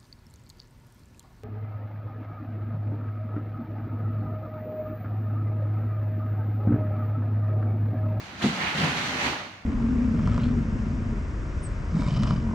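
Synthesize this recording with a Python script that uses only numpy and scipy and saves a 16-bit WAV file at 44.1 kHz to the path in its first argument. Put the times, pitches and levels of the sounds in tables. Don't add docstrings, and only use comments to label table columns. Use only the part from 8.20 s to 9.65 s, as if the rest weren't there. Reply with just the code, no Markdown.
import sys
import numpy as np
from scipy import signal
from scipy.fft import rfft, irfft, next_fast_len
from scipy.io import wavfile
from scipy.ndimage import uniform_filter1d, map_coordinates

SR = 44100
rng = np.random.default_rng(int(sys.argv[2]) if len(sys.argv) > 2 else 0)


def bounce(signal):
    frames = np.transpose(np.atleast_2d(signal))
    limited = np.clip(frames, -1, 1)
    pcm = np.round(limited * 32767).astype(np.int16)
    wavfile.write(sys.argv[1], SR, pcm)


def convert_level_to_amplitude(level_db):
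    exponent = np.asarray(level_db, float) / 20
    return 10 ** exponent


N = 63945


def unit(x):
    return x / np.sqrt(np.mean(x ** 2) + 1e-20)


def along(points, hz):
    f, v = np.transpose(points)
    return np.interp(np.log(hz + 1), np.log(f + 1), v)


def wobble(rate):
    return map_coordinates(rng.standard_normal(int(N * rate / SR) + 4), [np.arange(N) * rate / SR])


def filtered(x, response):
    m = next_fast_len(N + 8192)
    return irfft(rfft(x, m) * response(np.fft.rfftfreq(m, 1 / SR)), m)[..., :N]


def varied(x, db_of):
    hz, t, z = signal.stft(x, SR, nperseg=512)
    return signal.istft(z * convert_level_to_amplitude(db_of(hz[:, None], t)), SR, nperseg=512)[1][..., :N]


# frequency in Hz, level in dB per Hz.
AIR_COLOUR = [(30, 5.5), (100, -5), (250, -3.5), (450, -17.5), (700, -8), (2400, -12), (6000, -38.5),
              (15800, -53)]
AIR_DB, HUM_HZ, HUM_DB = -42, 97.8, -50.5


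def quiet():
    noise = rng.standard_normal((2, N))
    air = unit(filtered(noise, lambda hz: convert_level_to_amplitude(along(AIR_COLOUR, hz))))
    hum_cycles = np.cumsum(HUM_HZ + 0.68 * wobble(9.5)) / SR
    hum = np.sin(2 * np.pi * hum_cycles) * convert_level_to_amplitude(HUM_DB + 3.0 * wobble(10.2))
    return convert_level_to_amplitude(AIR_DB) * air + hum * [[1], [0]]


# time in seconds, bead flow in dB, brightness in dB, weight on the bag in dB.
PUSHING = [(0, -52, 11.5, 6), (.17, -50, 5, 11.5), (.2, -41.5, 6.5, 2.5), (0.237, -29, -2, 5),
           (.265, -31, 4.5, 5.5), (0.328, -35, 3, 1.5), (0.408, -32, 1, 3), (.535, -33.5, 1.5, 3),
           (.585, -31, 4.5, 6), (.635, -26, 2, 5.5), (.715, -32, 3, 6.5), (.81, -31.5, 3, -1),
           (0.858, -33, 5, 5), (.95, -32, 3.5, 3), (1.02, -29.5, 3, -4), (1.068, -27.5, 3, 5.5),
           (1.2, -46.5, 2.5, -4), (1.45, -58, 11, 12)]


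def effort(t):
    s, *columns = np.transpose(PUSHING)
    return [np.interp(t, s, column) for column in columns]


# frequency in Hz, level in dB per Hz.
BEAD_COLOUR = [(250, -3.5), (420, -4.5), (750, 3), (2100, 1.6), (3500, -8), (6000, -14), (10000, -23),
               (15800, -27)]
# frequency in Hz, share of the brightness (no unit).
BRIGHTNESS_SHARE = [(900, -0.68), (2200, -0.079), (5000, 1.44), (12000, 0.68)]
BEADS_PER_S, BEAD_SCATTER_DB, PATCHY_DB, FLUTTER_DB = 15000, 1.2, 1, .6


def beads():
    chance, size = rng.random((2, 2, N))
    strength = convert_level_to_amplitude(-BEAD_SCATTER_DB * np.log(size + 1e-4))
    ticks = (chance < BEADS_PER_S / SR) * strength * rng.standard_normal((2, N))
    swish = unit(filtered(ticks, lambda hz: convert_level_to_amplitude(along(BEAD_COLOUR, hz))))
    patches = uniform_filter1d(rng.standard_normal((257, N // 256 + 2)), 6, 0)
    patches = unit(uniform_filter1d(patches, 10, 1))

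    def colour_db(hz, t):
        return along(BRIGHTNESS_SHARE, hz) * effort(t)[1] + PATCHY_DB * patches[:, :len(t)]

    flow_db = effort(np.arange(N) / SR)[0]
    return varied(swish, colour_db) * convert_level_to_amplitude(flow_db + FLUTTER_DB * wobble(30.66))


# frequency in Hz, width in Hz, level in dB.
BODY_RESONANCES = [(72.5, 28, -4), (159.8, 23, -2.3), (202, 18.6, -3), (253.6, 37, -6), (353, 98, -10),
                   (454, 145, -20)]
GRUMBLE_DB, GRUMBLE_LUMPS_DB = -9, 1


def grumble():
    flow_db, _, weight_db = effort(np.arange(N) / SR)
    push = rng.standard_normal((2, N)) * convert_level_to_amplitude(GRUMBLE_LUMPS_DB * wobble(33.76))

    def body(f):
        total = 0
        for k, (centre, width, db) in enumerate(BODY_RESONANCES):
            resonance = 1j * f * width / (centre ** 2 - f * f + 1j * f * width)
            total = total + (-1) ** k * convert_level_to_amplitude(db) * resonance
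        return total

    return unit(filtered(push, body)) * convert_level_to_amplitude(flow_db + weight_db + GRUMBLE_DB)


# start in seconds, peak level in dB, pitch in Hz, time to fall 60 dB in seconds.
PAW_THUMPS = [(.2, -30, 231, .07), (.2392, -5, 215, .075), (.2555, -14, 245, .14), (.281, -20, 175, .11),
              (.312, -22, 215, .1), (.36, -32, 240, .1), (.41, -29, 165, .15), (.541, -22, 165, .18),
              (.591, -26, 165, .1), (.611, -28, 250, .08), (.627, -10, 165, .13), (.642, -21, 300, .05),
              (.663, -17, 175, .08), (.712, -28, 240, .07), (.735, -28, 165, .15), (.785, -34, 80, .25),
              (1.015, -28, 205, .1), (1.06, -21, 270, .15), (1.12, -29, 315, .1), (.25, -32, 78, .2),
              (.57, -37, 76, .2), (.545, -31, 290, .08)]
# multiple of the pitch (no unit), level in dB.
THUMP_PARTIALS = [(.7, -11), (1, 0), (1.5, -14), (2.2, -20), (3.5, -21)]
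ATTACK_CYCLES, SAG_PER_S = 1, 3.5


def thumps():
    out, t = np.zeros(N + SR), np.arange(SR // 3) / SR
    scatter_db = rng.standard_normal((len(PAW_THUMPS), len(THUMP_PARTIALS)))
    for (s, db, hz, t60), row in zip(PAW_THUMPS, scatter_db):
        cycles = hz * (1 - np.exp(-SAG_PER_S * t)) / SAG_PER_S
        boom = 0
        for (ratio, level), extra in zip(THUMP_PARTIALS, row):
            boom = boom + convert_level_to_amplitude(level + extra - 60 * t / t60) * np.sin(2 * np.pi * ratio * cycles)
        attack = 1 - np.exp(-t * hz / ATTACK_CYCLES)
        out[round(s * SR):][:len(t)] -= convert_level_to_amplitude(db) * boom * attack
    return out[:N]


# start in seconds, length in seconds, centre in Hz, level in dB.
FABRIC_DRAGS = [
    (0.399, .13, 1850, -31),
    (0.762, 0.066, 1940, -39.5),
    (0.217, 0.077, 3600, -34.5),
    (0.59, 0.042, 4500, -49),
    (0.962, 0.081, 920, -41),
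    (1.104, 0.17, 830, -41.5),
    (1.322, 0.054, 1970, -49),
]
DRAG_Q, DRAG_RISE = 1, .2


def drags():
    out, t = np.zeros((2, N)), np.arange(N) / SR
    for s, length, hz, db in FABRIC_DRAGS:
        def fold(f):
            damping = 1j * f * hz / DRAG_Q
            return (damping / (hz * hz - f * f + damping)) ** 2

        u = (t - s) / length
        stroke = np.clip(np.minimum(u / DRAG_RISE, (1 - u) / (1 - DRAG_RISE)), 0, 1) ** .5
        out += convert_level_to_amplitude(db) * stroke * unit(filtered(rng.standard_normal((2, N)), fold))
    return out


# start in seconds, length in seconds, first pitch in Hz, last pitch in Hz,
# level in dB.
CLAW_ZIPS = [
    (.2195, .0105, 1500, 4500, -28),
    (1.132, .0035, 800, 1700, -25),
    (1.337, .006, 1900, 2200, -41),
    (1.154, .01, 1600, 1750, -33),
]


def claws():
    out = np.zeros(N)
    for s, length, from_hz, to_hz, db in CLAW_ZIPS:
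        u = np.linspace(0, 1, round(length * SR))
        cycles = np.cumsum(from_hz * (to_hz / from_hz) ** u) / SR
        rough = 1 + 1.8 * uniform_filter1d(rng.standard_normal(2000), 12)[:len(u)]
        swell = convert_level_to_amplitude(db) * np.sin(np.pi * u) ** .5
        out[round(s * SR):][:len(u)] = swell * rough * np.sin(2 * np.pi * cycles)
    return out


# frequency in Hz, time to fall 60 dB in seconds.
ROOM_DECAY = [(100, 0.62), (1000, 0.54), (5000, 0.82), (14000, 0.45)]


def room(x):
    hz, t, z = signal.stft(rng.standard_normal((2, SR // 2)), SR, nperseg=256)
    decay = convert_level_to_amplitude(-60 * t / along(ROOM_DECAY, hz)[:, None])
    tail = signal.istft(z * decay, SR, nperseg=256)[1]
    tail = tail / np.linalg.norm(tail[0])
    late = np.pad(x, ((0, 0), (300, 0)))
    return signal.fftconvolve(late, tail, axes=1)[:, :N]


def moving_room(x, count=12):
    place = np.linspace(0, count - 1, N)
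    return sum(room(x * np.clip(1 - abs(place - k), 0, 1) ** .5) for k in range(count))


# frequency in Hz, left-right likeness from 0 to 1.
LIKENESS = [(60, .975), (200, 0.91), (400, 0.79), (750, 0.58), (1300, 0.048), (15000, .01)]


def spread(pair):
    def mid_side(hz):
        turn = np.arccos(np.clip(along(LIKENESS, hz), -1, 1)) / 2
        return np.array([np.cos(turn), np.sin(turn)])

    mid, side = filtered(pair, mid_side)
    return np.array([mid + side, mid - side])


WET_DB, THUMP_WET_DB = -4, -14


def scene():
    rustle = beads() + grumble() + drags()
    knocks = np.array([thumps() + claws(), 0.17 * claws()])
    rustle_room = convert_level_to_amplitude(WET_DB) * moving_room(rustle)
    knock_room = convert_level_to_amplitude(THUMP_WET_DB) * moving_room(knocks[[0, 0]])
    return spread(rustle + rustle_room + knocks + knock_room + quiet())


def roll_off(x):
    return signal.sosfilt(signal.butter(12, 15930, fs=SR, output="sos"), x)


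# frequency in Hz, left minus right in dB.
PORT_LEAN = [(60, 2.5), (300, -.3), (900, -0.8), (1500, -0.5), (2800, -7), (5000, 2.5), (9000, 7.5),
             (14000, 2)]
# frequency in Hz, level in dB.
MIC_COLOUR = [(3000, 1.01), (4300, 2), (5000, -4), (6500, -1), (7600, -6), (11000, -8.5), (15000, -10.5)]
LOW_CUT_HZ, TOP_HZ = 50, 15850
HISS_DB, HISS_FROM_HZ = -68.5, 4600
FADE_S, FADE_DB_PER_S = 1.243, -33


def record(dry):
    def ports(hz):
        lean = convert_level_to_amplitude(along(PORT_LEAN, hz) * np.array([[.5], [-.5]]))
        low_cut = (1j * hz / (LOW_CUT_HZ + 1j * hz)) ** 4
        return lean * low_cut * convert_level_to_amplitude(along(MIC_COLOUR, hz)) * (hz < TOP_HZ)

    def hiss_colour(hz):
        return hz / (HISS_FROM_HZ + hz) * (hz < TOP_HZ)

    hiss = convert_level_to_amplitude(HISS_DB) * filtered(rng.standard_normal((2, N)), hiss_colour)
    fade = convert_level_to_amplitude(FADE_DB_PER_S * np.clip(np.arange(N) / SR - FADE_S, 0, None))
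    return roll_off((filtered(dry, ports) + hiss) * fade)


dry = scene()
out = record(dry)
bounce(out)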